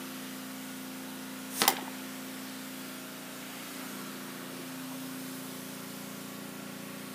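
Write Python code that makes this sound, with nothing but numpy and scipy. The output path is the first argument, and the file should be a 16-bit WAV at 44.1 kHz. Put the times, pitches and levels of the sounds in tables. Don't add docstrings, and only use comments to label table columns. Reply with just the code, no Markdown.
import sys
import numpy as np
from scipy import signal
from scipy.fft import rfft, irfft
from scipy.io import wavfile
from scipy.ndimage import uniform_filter1d

SR = 44100
rng = np.random.default_rng(int(sys.argv[2]) if len(sys.argv) > 2 else 0)


def ratio_of_db(decibels):
    return 10 ** (np.asarray(decibels, float) / 20)


def persist_wave(psi):
    counts = np.round(np.clip(psi, -1, 1) * 32767).astype(np.int16)
    wavfile.write(sys.argv[1], SR, np.atleast_2d(counts).T)


N = 314874
SHAFT_HZ = 29.02

# (time [s], extra distance from the compressor [m])
WALK = [(2.3, 0), (2.8, .027), (3.2, .118), (3.6, .093), (4.0, .631), (4.4, .854), (4.8, 1.164),
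        (5.2, 1.41), (5.7, 1.659), (6.3, 1.726), (7.1, 1.704)]
# (time [s], level [dB], share of treble [ratio], polarity [+1 or -1])
POPS = [(1.61845, -5, 1, 1), (1.62240, -11, .6, 1), (1.62493, -16, 1, 1), (1.6279, -15, .1, -1),
        (1.6318, -19, .1, -1), (1.6360, -19, .8, 1), (1.6411, -22, .7, -1), (1.6425, -22, .8, 1),
        (1.6466, -22, .3, -1)]


def read(points, hz):
    f, value = np.transpose(points)
    return np.interp(np.log(hz + 1), np.log(f + 1), value)


def evened(x):
    return x / np.sqrt(np.mean(x ** 2) + 1e-20)


def add(mix, s, sound):
    part = mix[round(s * SR):][:len(sound)]
    part += sound[:len(part)]


def coloured(size, points):
    hz = np.fft.rfftfreq(size, 1 / SR)
    spectrum = rfft(rng.standard_normal(size)) * ratio_of_db(read(points, hz))
    return evened(irfft(spectrum, size))


def ring(modes, size=6000):
    t = np.arange(size) / SR
    return sum(ratio_of_db(db - 60 * t / t60) * np.sin(2 * np.pi * hz * t) for hz, db, t60 in modes)


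def puff(ms, peak_ms):
    return np.e * ms / peak_ms * np.exp(-ms / peak_ms)


def band(x, lo_hz, hi_hz):
    return signal.sosfilt(signal.butter(2, [lo_hz, hi_hz], "band", fs=SR, output="sos"), x)


def clatter(turns, place, size=4096):
    # (frequency [Hz], level per shaft order [dB])
    colour = [(500, -85), (700, -74), (1300, -74.5), (2000, -76), (3000, -76), (4500, -84), (8000, -104)]
    a, b = rng.standard_normal((2, 5, size // 2 + 1))
    level = ratio_of_db(read(colour, SHAFT_HZ * np.arange(size // 2 + 1)))
    one_turn = irfft((a + 1j * b) * level, size) * size / 2
    at = (turns % 1 * size).astype(int)
    return sum(np.cos(np.pi / 2 * np.clip(place - k, -1, 1)) * wave[at] for k, wave in enumerate(one_turn))


def compressor(waver=.009):
    orders = {2: -83.5, 3: -75, 4: -73, 5: -67, 6: -59.5, 7: -49, 8: -70.5, 9: -50.5, 10: -56, 11: -75, 12:
              -69, 13: -64.5, 14: -86, 15: -74, 16: -72, 17: -85, 18: -67, 19: -70, 20: -72, 21: -75.5, 23:
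              -79, 30: -73.5, 38: -73, 39: -72.5, 47: -71.5, 48: -74.5, 50: -71}
    walls = [(1.529, 0.265, 0.332), (3.83, -0.013, 0.095), (4.188, -0.659, -0.544), (4.962, 0.635, -0.633),
             (5.307, 0.001, -0.351), (6.758, 0.862, 0.122), (7.003, -0.578, -0.495), (8.023, 1.161, 0.254),
             (8.25, 0.158, -0.798), (8.592, -0.719, 0.184), (8.724, 0.477, 0.245), (9.392, -0.173, -0.415),
             (9.861, 1.176, -0.381), (14.245, -1.768, 0.127)]
    # (time [s], level [dB])
    side_level = [(0, -57), (1.2, -68.5), (3.2, -65), (3.8, -65), (4.8, -55.5), (5.4, -72), (7.14, -61)]
    side_hz = 347.2
    smear = .568
    place_m = .43
    sound_speed = 343

    t = np.arange(N) / SR
    drift = evened(sum(np.sin(2 * np.pi * (f * t + rng.random())) / f for f in np.geomspace(.3, 3, 8)))
    walked = np.interp(t, *np.transpose(WALK))
    turns = SHAFT_HZ * (t - walked / sound_speed) + waver * drift

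    coarse_t, coarse_walk = t[::256], walked[::256]
    side_amp = ratio_of_db(np.interp(t, *np.transpose(side_level)))
    hum = side_amp * np.cos(2 * np.pi * (side_hz * t + rng.random()))
    for k, db in orders.items():
        paths = 1
        for detour, gain, share in walls:
            delay = (detour + gain * coarse_walk) / sound_speed
            paths = paths + share * np.exp(-2j * np.pi * k * SHAFT_HZ * delay)
        phase = np.interp(t, coarse_t, np.unwrap(np.angle(paths))) + smear * (k - 7) ** 2
        strength = ratio_of_db(db) * np.interp(t, coarse_t, abs(paths))
        hum += strength * np.sin(k * 2 * np.pi * turns + phase)
    return np.sqrt(2) * hum + clatter(turns, np.clip(walked / place_m, 0, 4))


def rush(split_hz=4000, patchy_db=0.94, ripple_db=1.7):
    # (frequency [Hz], relative level per Hz [dB])
    colour = [(30, -36), (70, -37), (120, -28), (200, -0.5), (280, -4), (400, -4.5), (600, -2.5),
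              (800, -5.5), (1000, -5), (1400, -3.5), (2200, -7), (3500, -9), (6000, -11.5), (9000, -11.5),
              (13000, -11.5), (15300, -13), (15450, -72)]
    # (time [s], treble [dB], body [dB])
    facing = [(0, -0.5, 0), (1.1, -1.4, -1), (2.2, -0.2, 0.5), (2.8, -0.1, -0.5), (3.2, -1.3, -0.5),
              (3.75, 1, 2.5), (4.45, -1.7, -0.5), (5.4, 1, -1.5), (6.0, 0, -2.5), (6.65, -3, -1.5),
              (7.14, -1.5, -2)]
    shelter_db, shelter_hz, shelter_m = -4, 750, 0.25

    frames, hz = N // 256 + 5, np.fft.rfftfreq(1024, 1 / SR)
    a, b, patches, ripple = rng.standard_normal((frames, 513, 4)).T
    ripple = evened(uniform_filter1d(ripple, 120, 1))
    patches = evened(uniform_filter1d(uniform_filter1d(patches, 14, 0), 16, 1))

    t = np.arange(frames) * 256 / SR
    at, treble_db, body_db = np.transpose(facing)
    high = (1 / (1 + (split_hz / (hz + 1)) ** 4))[:, None]
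    swing_db = high * np.interp(t, at, treble_db) + (1 - high) * np.interp(t, at, body_db)
    sheltered = 1 - np.clip(np.interp(t, *np.transpose(WALK)) / shelter_m, 0, 1)
    swing_db = swing_db + shelter_db * sheltered / (1 + (hz[:, None] / shelter_hz) ** 4)

    level_db = read(colour, hz)[:, None] + swing_db + patchy_db * patches + ripple_db * ripple
    noise = signal.istft((a + 1j * b) * ratio_of_db(level_db), nperseg=1024, noverlap=768)[1][:N]
    return ratio_of_db(-46.0) * evened(noise)


def hum_swells():
    # (start [s], end [s], frequency [Hz], level [dB])
    tones = [(2.6, 3.6, 638, -57), (2.5, 3.7, 1393, -62), (2.8, 4.7, 1364, -63), (0, 1.9, 1451, -64),
             (6.2, 7.14, 638, -64), (5.4, 7.14, 1131, -63)]
    out = np.zeros(N)
    for start, end, hz, db in tones:
        t = np.arange(0, end - start, 1 / SR)
        swell = np.sin(np.pi * t / t[-1])
        add(out, start, np.sqrt(2) * ratio_of_db(db) * swell * np.sin(2 * np.pi * hz * t))
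    return out


def blow():
    # (frequency [Hz], relative level per Hz [dB])
    leak_colour = [(1500, -5), (3000, -2.5), (4800, -4), (6300, 2.5), (7300, -3), (9400, 4.5), (10500, 0.5),
                   (15200, -1), (15500, -50)]
    # (start [s], end [s], level [dB], fade by the end [dB])
    whistles = [(1.602, 1.64, -37, -17), (1.628, 1.69, -47.5, -2)]
    peak_db, lead_s, whistle_hz = -31, .125, 9386
    swell_db_per_s, drop_db, fade_db_per_s = 161, -1, 350

    out, t = np.zeros(N), np.arange(-lead_s, .08, 1 / SR)
    leak_db = peak_db + np.where(t < 0, swell_db_per_s * t, drop_db - fade_db_per_s * t)
    hiss = ratio_of_db(leak_db) * signal.windows.tukey(len(t), .2) * coloured(len(t), leak_colour)
    add(out, POPS[0][0] - lead_s, hiss)
    for start, end, db, fade_db in whistles:
        t = np.arange(0, end - start, 1 / SR)
        tone = np.sin(2 * np.pi * whistle_hz * t) * signal.windows.tukey(len(t), .3)
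        add(out, start, np.sqrt(2) * ratio_of_db(db + fade_db * (t / t[-1]) ** 2) * tone)
    return out


def bursts_and_knocks():
    # (time [s], level [dB], low edge [Hz], high edge [Hz], length [ms])
    bursts = [(1.6168, -31, 1500, 8000, 2), (1.6192, -28, 2000, 8000, 2), (1.6262, -31, 3000, 8000, 3),
              (1.6530, -36, 2000, 5000, 4), (1.6275, -32, 400, 1700, 3), (1.6320, -31, 500, 1500, 4),
              (1.6345, -32, 1500, 4800, 4), (1.6395, -31, 500, 1600, 5), (1.6455, -33, 500, 1500, 4),
              (1.6510, -35, 700, 1700, 5), (1.7200, -40, 600, 900, 7), (1.6810, -32, 380, 620, 9),
              (1.7040, -38, 300, 500, 8), (1.7230, -40, 320, 600, 8), (1.7100, -38, 1800, 2200, 9),
              (1.7000, -35, 900, 1100, 7), (1.7310, -41, 700, 2500, 5), (1.6950, -34, 270, 400, 12),
              (1.7085, -35, 880, 1020, 8), (1.7335, -39, 280, 480, 8), (1.7676, -35, 2400, 3200, 2),
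              (1.7765, -42, 900, 3500, 6), (1.7825, -41, 700, 950, 5), (1.7935, -42, 720, 880, 9),
              (1.7950, -43, 1000, 5000, 4), (1.8170, -44, 680, 820, 7), (1.8200, -41, 280, 420, 13),
              (1.8090, -43, 1200, 4000, 5)]
    # (time [s], level [dB], frequency [Hz], time to fall 60 dB [s])
    knocks = [(1.7861, -31, 810, .035), (1.8791, -30, 900, .028)]
    out = np.zeros(N)
    for (s, db, lo_hz, hi_hz, ms), noise in zip(bursts, rng.standard_normal((len(bursts), 1000))):
        size = min(round(ms * SR / 1000), 600)
        burst = band(band(noise, lo_hz, hi_hz), lo_hz, hi_hz)[-size:]
        add(out, s, ratio_of_db(db) * evened(burst) * signal.windows.tukey(size, .7))
    for s, db, hz, t60 in knocks:
        knock = ring([(hz, db, t60), (hz * 1.7, db - 6, t60 / 4)])
        add(out, s, -band(knock, 400, 3000))
    return out


def muzzle(push_ms=0.053, suck_ms=0.37):
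    # (frequency [Hz], level [dB], time to fall 60 dB [s])
    tube = [(231, -21.5, 0.12), (349, -21.5, 0.06), (437, -19, 0.059), (870, -28, 0.038), (1076, -30, 0.07),
            (1330, -27, 0.11), (2010, -25, 0.024)]
    snap_hz, snap_ms = 4300, .17
    out, ms = np.zeros(N), np.arange(6000) / SR * 1000
    snap = np.sin(2 * np.pi * snap_hz * ms / 1000) * np.exp(-ms / snap_ms)
    push = puff(ms, push_ms) - .45 * puff(ms, suck_ms)
    for s, db, treble, sign in POPS:
        pop = 1.36 * treble * snap + 0.59 * push + ring(tube)
        add(out, s, sign * ratio_of_db(db) * pop)
    return band(out, 196, 10000)


def yard(x, decays, gap_s, uneven_db):
    taps = np.zeros(SR // 2)
    at = np.arange(round(gap_s * SR), len(taps) - 20, 20)
    size = ratio_of_db(uneven_db * np.minimum(rng.exponential(1, len(at)), 4))
    taps[at + rng.integers(0, 20, len(at))] = rng.choice([-1., 1.], len(at)) * size
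    hz, t, z = signal.stft(taps, SR, nperseg=128)
    fade = ratio_of_db(-60 * t / read(decays, hz)[:, None])
    tail = signal.istft(z * fade, SR, nperseg=128)[1]
    return signal.oaconvolve(x, tail / np.linalg.norm(tail))[:N]


def reflections(pop, crackle, body):
    # (frequency [Hz], time to fall 60 dB [s])
    near_decay = [(250, 0.074), (800, 0.1), (1100, 0.35), (2000, 0.26), (4000, 0.12), (8000, 0.18),
                  (15000, 0.13)]
    # (frequency [Hz], time to fall 60 dB [s])
    far_decay = [(250, 1), (800, 1), (2000, 0.98), (4000, 0.38), (8000, .15)]
    near = ratio_of_db(-8) * yard(pop, near_decay, gap_s=0.0098, uneven_db=6.5)
    near += ratio_of_db(-9.0) * yard(crackle, near_decay, gap_s=.0064, uneven_db=5.0)
    near += ratio_of_db(-24) * yard(body, near_decay, gap_s=.025, uneven_db=3)
    far = yard(pop + crackle + 0.63 * body, far_decay, gap_s=.04, uneven_db=1.0)
    return near + ratio_of_db(-20.5) * far


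def target():
    # (time [s], crack level [dB], card ring level [dB])
    smacks = [(1.67827, -10.5, -16), (1.68075, -13, -21.3), (1.68175, -17, -45), (1.68377, -26, -19.8),
              (1.68719, -27, -18.3), (1.68952, -26, -20.1), (1.69384, -29, -26.6), (1.70273, -27, -26.1)]
    # (frequency [Hz], relative level per Hz [dB])
    crack_colour = [(300, -28), (1000, -17), (1300, -3), (1700, -3.5), (2400, -8.5), (3300, 0.5),
                    (4500, 2.5), (5500, 0), (6300, -3.5), (7200, -4.5), (8500, -8), (10800, -1),
                    (12000, -6.5), (13700, 0), (15000, -1), (15500, -9), (16500, -12)]
    # (frequency [Hz], level [dB], time to fall 60 dB [s])
    card = [(797, -5.2, .042), (875, -11.1, .049), (954, -3.2, .048), (324, -20, 0.075), (1440, -17, 0.016),
            (2056, -14, 0.03), (3500, -29, 0.012), (7240, -14, 0.025)]
    crack_ms = .62
    crackle, body, ms = np.zeros(N), np.zeros(N), np.arange(6000) / SR * 1000
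    for s, crack_db, ring_db in smacks:
        add(crackle, s, ratio_of_db(crack_db) * coloured(len(ms), crack_colour) * puff(ms, crack_ms))
        add(body, s, -ratio_of_db(ring_db) * ring(card) * (1 - np.exp(-ms / .3)))
    return band(crackle, 170, 19000), band(body, 170, 19000)


def wall_echo(pop, crackle):
    delay_s, level_db, lo_hz, hi_hz = .0888, -12.5, 1100, 4300
    out = np.zeros(N)
    returned = band(band(.5 * pop + crackle, lo_hz, hi_hz), lo_hz, hi_hz)
    add(out, delay_s, ratio_of_db(level_db) * returned)
    return out


def steps():
    # (time [s], level [dB], centre frequency [Hz])
    treads = [(4.550, -54, 420), (4.582, -48, 330), (4.91, -51, 750)]
    out, ms = np.zeros(N), np.arange(6000) / SR * 1000
    for s, db, hz in treads:
        noise = evened(band(rng.standard_normal(len(ms)), hz * 0.57, hz * 1.65))
        add(out, s, ratio_of_db(db) * noise * puff(ms, 16))
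    return out


def scene():
    ceiling_hz = 15420
    pop, (crackle, body) = muzzle(), target()
    shot = pop + body + reflections(pop, crackle, body) + bursts_and_knocks() + blow() + wall_echo(pop, crackle)
    rest = shot + steps() + hum_swells() + compressor() + rush()
    ceiling = signal.firwin(1023, ceiling_hz, window=("kaiser", 9), fs=SR)
    mono = crackle + signal.oaconvolve(rest, ceiling, "same")
    return np.array([mono, mono])


def roll_off(x):
    return signal.sosfilt(signal.butter(12, 16470, fs=SR, output="sos"), x)


def record(dry):
    thin = signal.sosfilt(signal.butter(3, 52, "high", fs=SR, output="sos"), dry)
    edge = signal.firwin(255, 16500, window=("kaiser", 9), fs=SR)
    mix = signal.oaconvolve(thin, edge[None], "same")
    return roll_off(mix)


dry = scene()
out = record(dry)
persist_wave(out)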